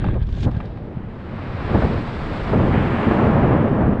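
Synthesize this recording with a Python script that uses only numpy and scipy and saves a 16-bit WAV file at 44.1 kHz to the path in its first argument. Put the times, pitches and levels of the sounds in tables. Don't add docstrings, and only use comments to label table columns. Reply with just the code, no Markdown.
import sys
import numpy as np
from scipy import signal
from scipy.fft import rfft, irfft
from scipy.io import wavfile
from scipy.ndimage import uniform_filter1d, minimum_filter1d

SR = 44100
rng = np.random.default_rng(int(sys.argv[2]) if len(sys.argv) > 2 else 0)


def waveform_to_disk(signal):
    frames = np.transpose(np.atleast_2d(signal))
    scaled = np.clip(frames, -1, 1) * 32767
    samples = np.round(scaled).astype(np.int16)
    wavfile.write(sys.argv[1], SR, samples)


N = 176400
TIME = np.arange(N) / SR
CLOTH_GRAIN_DB, CLOTH_GRAIN_HZ = 3, 130


def from_db(db):
    return 10 ** (np.asarray(db) / 20)


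def rms_one(x):
    return x / np.sqrt(np.mean(x ** 2) + 1e-20)


def in_time(rows):
    seconds, *columns = np.transpose(rows)
    return [np.interp(TIME, seconds, column) for column in columns]


def at_hz(colour, hz):
    points_hz, db = np.transpose(colour)
    return np.interp(np.log(hz), np.log(points_hz), db)


def drift(hz):
    pole = np.exp(-2 * np.pi * hz / SR)
    wobble = signal.lfilter([1], [1, -2 * pole, pole * pole], rng.standard_normal(N + SR))
    return rms_one(wobble[SR:])


def swell(centre, half_width, order=2):
    return np.exp(-2 * np.minimum(np.abs((TIME - centre) / half_width) ** order, 20))


def noise(colour):
    hz = np.maximum(np.arange(N // 2 + 1) * SR / N, 1)
    low_cut = hz ** 2 / (hz ** 2 + 10 ** 2)
    return rms_one(irfft(rfft(rng.standard_normal(N)) * from_db(at_hz(colour, hz)) * low_cut, N))


def friction(colour, grain_db, grain_hz):
    return rms_one(noise(colour) * from_db(grain_db * drift(grain_hz)))


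def buffeting():
    # time in seconds, level in dB, corner in Hz above which it fades.
    eddies = [(0,-26.5,220),(.1,-23.5,190),(.25,-31.5,130),(.4,-28,157),(.55,-31,264),(.8,-33.5,293),(1.45,-32,353),(1.66,-28.5,400),(1.74,-19,450),(1.88,-21.5,425),(1.985,-24,437),(2.03,-29,405),(2.47,-28,486),(2.55,-16,406),(2.79,-17.5,483),(2.9,-19,540),(3.1,-20.5,620),(3.22,-13.5,600),(3.5,-14,560),(3.69,-17.5,506),(3.85,-15,468),(4,-22.5,530)]
    # centre and half-width in seconds, level in dB, corner in Hz.
    gusts = [(0.136,0.0047,-28,400),(0.471,.032,-18,170),(1.755,0.015,-10.5,387),(1.785,0.014,-16,340),(1.829,.012,-14.5,570),(1.843,0.016,-13,380),(2.54,0.016,-19,750),(3.032,0.0048,-16.5,950),(3.078,0.013,-16.5,240),(3.116,0.011,-15,650),(3.197,0.019,-16,700),(3.398,0.013,-25.5,380),(3.563,0.012,-18,420),(3.721,0.019,-17.5,220)]
    # time in seconds, level in dB.
    rumble = [(0,-26.5),(.07,-14.5),(.22,-25.5),(.46,-22),(.54,-27.5),(.8,-36.5),(1.4,-33.5),(1.8,-26.5),(2.1,-30),(2.6,-24.5),(3.7,-43),(4,-22)]
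    # frequency in Hz, relative level in dB.
    rumble_colour = [(18,-2.5),(35,3),(70,1.5),(120,0.5),(220,-30.5),(500,-50),(1500,-99.5)]
    roar_db, corner_hz = in_time(eddies)
    power = from_db(roar_db) ** 2
    weighted_hz = power * corner_hz
    for centre, half_width, db, hz in gusts:
        gust_power = (from_db(db) * swell(centre, half_width, order=4)) ** 2
        power += gust_power
        weighted_hz += gust_power * hz
    roar = turbulence(np.sqrt(power), weighted_hz / power)
    rumble_db, = in_time(rumble)
    return boom(roar) + from_db(rumble_db) * noise(rumble_colour)


def turbulence(level, corner_hz):
    # frequency in Hz, relative level per hertz in dB.
    eddy_colour = [(20,-6.5),(45,-13.5),(85,0.5),(180,-0.1),(400,-5),(900,-6.5),(1600,-9),(2800,-12),(4500,-27.5),(6200,-32.5),(9000,-36.5)]
    fall_db_per_oct, steep_db_per_oct = 9.5, 19
    steep_ratio = 4.3
    lump_db, lump_rate_hz, lump_above_hz = 1.5, 50, 100
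    edges = 20 * 2 ** (np.arange(19) / 2)
    white = rng.standard_normal((2, N + SR))
    lumps = lump_db * drift(lump_rate_hz)
    roar, power = 0, 0
    for k, (low, high) in enumerate(zip(edges, edges[1:])):
        hz = np.sqrt(low * high)
        band = signal.sosfilt(signal.butter(2, [low, high], "band", fs=SR, output="sos"), white[k % 2])
        band = signal.sosfilt(signal.butter(2, 2 * low, fs=SR, output="sos"), band)[SR:]
        ratio = hz / corner_hz
        fall_db = fall_db_per_oct * np.log2(1 + ratio ** 2) / 2
        fall_db += steep_db_per_oct * np.log2(1 + (ratio / steep_ratio) ** 4) / 4
        gain = from_db(at_hz(eddy_colour, hz) - fall_db) * np.sqrt(high - low)
        roar += gain * rms_one(band * from_db(lumps * hz / (hz + lump_above_hz)))
        power += gain ** 2
    return level * roar / np.sqrt(power)


def boom(roar, hz=218.5, width_hz=26, mix_db=-11.5):
    resonance = signal.lfilter(*signal.iirpeak(hz, hz / width_hz, fs=SR), roar)
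    return roar + from_db(mix_db) * resonance


def rush(flutter_db=0.5, flutter_hz=30):
    # time in seconds, then the levels of body, hiss and air in dB.
    levels = [(.25,-51.5,-67.5,-84.5),(.7,-48,-63.5,-84),(.87,-49.5,-68.5,-89),(1.0,-46,-69,-87.5),(1.17,-45,-66,-82),(1.38,-38,-57.5,-77.5),(1.6,-33,-52.5,-72.5),(1.8,-30,-49,-66.5),(2.1,-34,-50.5,-68.5),(2.45,-31,-49.5,-65.5),(2.65,-30,-53,-67.5),(3.119,-44,-52,-66),(3.501,-33.5,-59,-73.5),(3.981,-42,-66.5,-80.5)]
    # frequency in Hz, relative level in dB.
    body_colour = [(30,-9.5),(130,-13),(300,-7.5),(600,-7),(1200,-9),(2000,-14),(3100,-23),(4000,-38),(5500,-74)]
    hiss_colour = [(2200,-22),(3400,1.5),(3900,0.5),(4900,-6),(5600,-13),(6300,-25.5),(8000,-50)]
    air_colour = [(4500,-23),(6000,-1),(6700,0.5),(7900,0.5),(9000,-8),(10200,-18),(11500,-39),(14000,-67)]
    flutter = flutter_db * drift(flutter_hz)
    layers = zip(in_time(levels), (body_colour, hiss_colour, air_colour))
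    return sum(from_db(db + flutter) * noise(colour) for db, colour in layers)


def bright_rush(flutter_db=0.5, flutter_hz=35):
    # time in seconds, level in dB.
    levels = [(2.7,-63),(2.728,-28.5),(2.88,-31),(3.05,-29),(3.55,-43),(4,-65)]
    # frequency in Hz, relative level in dB.
    colour = [(300,-21.5),(900,5),(1700,0.5),(2500,-5.5),(3200,-12),(4000,-27),(5500,-51.5)]
    db, = in_time(levels)
    return from_db(db - flutter_db * drift(flutter_hz)) * noise(colour)


def whoosh(width_hz=200):
    # time in seconds, level in dB, centre in Hz.
    sweep = [(.5,-70,512.3),(.63,-39,560),(.78,-48,620.7),(.91,-37.5,372),(1.05,-60,308)]
    db, hz = in_time(sweep)
    phase = 2 * np.pi * np.cumsum(hz) / SR
    band = drift(width_hz) * np.cos(phase) + drift(width_hz) * np.sin(phase)
    return from_db(db) * rms_one(band)


def harness_thumps():
    # centre in seconds, peak in dB, pitch in Hz.
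    jolts = [(.073,-8,70),(0.166,-14.5,89),(.224,-11,63),(0.33,-15.5,54.4),(0.472,-10.5,86),(0.573,-11,115),(0.973,-14.5,130)]
    thumps = 0
    for centre, db, hz in jolts:
        spread = np.minimum((np.pi * hz * (TIME - centre)) ** 2, 20)
        thumps += from_db(db) * (1 - 2 * spread) * np.exp(-spread)
    return thumps


def scuffs():
    # centre and half-width in seconds, level in dB.
    strokes = [(0.062,0.044,-33),(0.164,0.021,-28),(0.379,0.01,-29),(0.44,0.012,-32),(0.479,0.024,-23.5)]
    # frequency in Hz, relative level in dB.
    colour = [(120,3),(330,1),(700,-6),(1230,-14.5),(1500,-22.5),(5000,-65)]
    envelope = sum(from_db(db) * swell(centre, half_width, order=4) for centre, half_width, db in strokes)
    return envelope * friction(colour, CLOTH_GRAIN_DB, CLOTH_GRAIN_HZ)


def clothing():
    # centre and half-width in seconds, level in dB.
    rubs = [(0.01,0.076,-40),(0.099,0.091,-40),(0.216,0.034,-45),(0.364,0.11,-49.5),(0.444,0.016,-37),(0.55,0.06,-44),(0.61,0.014,-41),(0.647,0.043,-49)]
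    # frequency in Hz, relative level in dB.
    colour = [(200,2.5),(800,1.5),(1350,-9),(1600,7.5),(1900,-4),(2900,-9.5),(3650,-8),(4700,-29),(6200,-41),(8500,-39),(11500,-54)]
    envelope = sum(from_db(db) * swell(centre, half_width) for centre, half_width, db in rubs)
    return envelope * friction(colour, CLOTH_GRAIN_DB, CLOTH_GRAIN_HZ)


def strap_slide():
    # time in seconds, level in dB.
    levels = [(.24,-82),(.272,-62.5),(.35,-55.5),(.415,-45.5),(.445,-42.5),(.463,-57),(.49,-72),(.56,-67),(.75,-86)]
    # frequency in Hz, relative level in dB.
    colour = [(800,-13),(2300,6),(3500,7),(5400,-2.5),(7000,-6),(9000,-20.5),(11500,-34.5)]
    db, = in_time(levels)
    return from_db(db) * friction(colour, grain_db=2.5, grain_hz=300)


def buckles(contact_s=0.0016, ring_db=-5.5, ring_top_hz=4000, tick_s=0.007, tick_trim_db=-2):
    # start in seconds, relative levels of the strike and its bright tick in dB.
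    knocks = [(0.0421,-21,-53),(0.0648,-26,-55),(0.085,-28,-51),(0.141,-33,-62),(0.225,-43,-45),(0.269,-50,-49),(0.289,-42,-51),(0.3265,-50,-43),(0.3504,-42,-45),(0.4302,-36,-35.5),(0.514,-40,-48.5),(0.548,-39,-59),(.567,-45,-48),(0.6025,-28.5,-62),(0.655,-49,-46),(0.7728,-34.5,-64)]
    # frequency in Hz, relative level in dB, seconds to fade by 60 dB.
    modes = [(837,3.5,0.039),(1050,3,0.019),(1190,8.5,0.01),(1584,-12,0.047),(1840,-6.5,0.028),(2410,-8,0.038),(2670,-6.5,0.025),(3660,-26,0.049),(4640,-23.5,0.026)]
    # frequency in Hz, relative level in dB.
    tick_colour = [(1500,-17),(3500,15),(5400,0.5),(6500,-14),(9000,-21),(11500,-30)]
    contacts, ticks, ring = 0, 0, 0
    for start, strike_db, tick_db in knocks:
        age = np.maximum(TIME - start, 0)
        contacts += from_db(strike_db) * (age > 0) * np.exp(-np.minimum(age / contact_s, 20))
        ticks += from_db(tick_db) * (age > 0) * np.exp(-np.minimum(age / tick_s, 20))
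    for hz, db, t60 in modes:
        pole, angle = from_db(-60 / (t60 * SR)), 2 * np.pi * hz / SR
        force = contacts * rng.standard_normal(N) / np.sqrt(contact_s * SR / 2)
        mode = signal.lfilter([0, np.sin(angle)], [1, -2 * pole * np.cos(angle), pole ** 2], force + 1e-18)
        ring += from_db(db + ring_db) * mode
    ring = signal.sosfilt(signal.butter(2, ring_top_hz, fs=SR, output="sos"), ring)
    return ring + from_db(tick_trim_db) * ticks * noise(tick_colour)


def scene():
    wind = buffeting() + rush() + bright_rush() + whoosh()
    return (wind + harness_thumps() + scuffs() + clothing() + strap_slide() + buckles())[None]


def record(dry, ceiling=0.62, reaction_s=0.0072, cutoff_hz=12500):
    window = int(reaction_s * SR)
    gain = minimum_filter1d(ceiling / np.maximum(np.abs(dry), ceiling), 2 * window)
    gain = uniform_filter1d(uniform_filter1d(gain, window), window)
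    return signal.sosfilt(signal.cheby2(12, 70, cutoff_hz, fs=SR, output="sos"), dry * gain)


dry = scene()
out = record(dry)
waveform_to_disk(out)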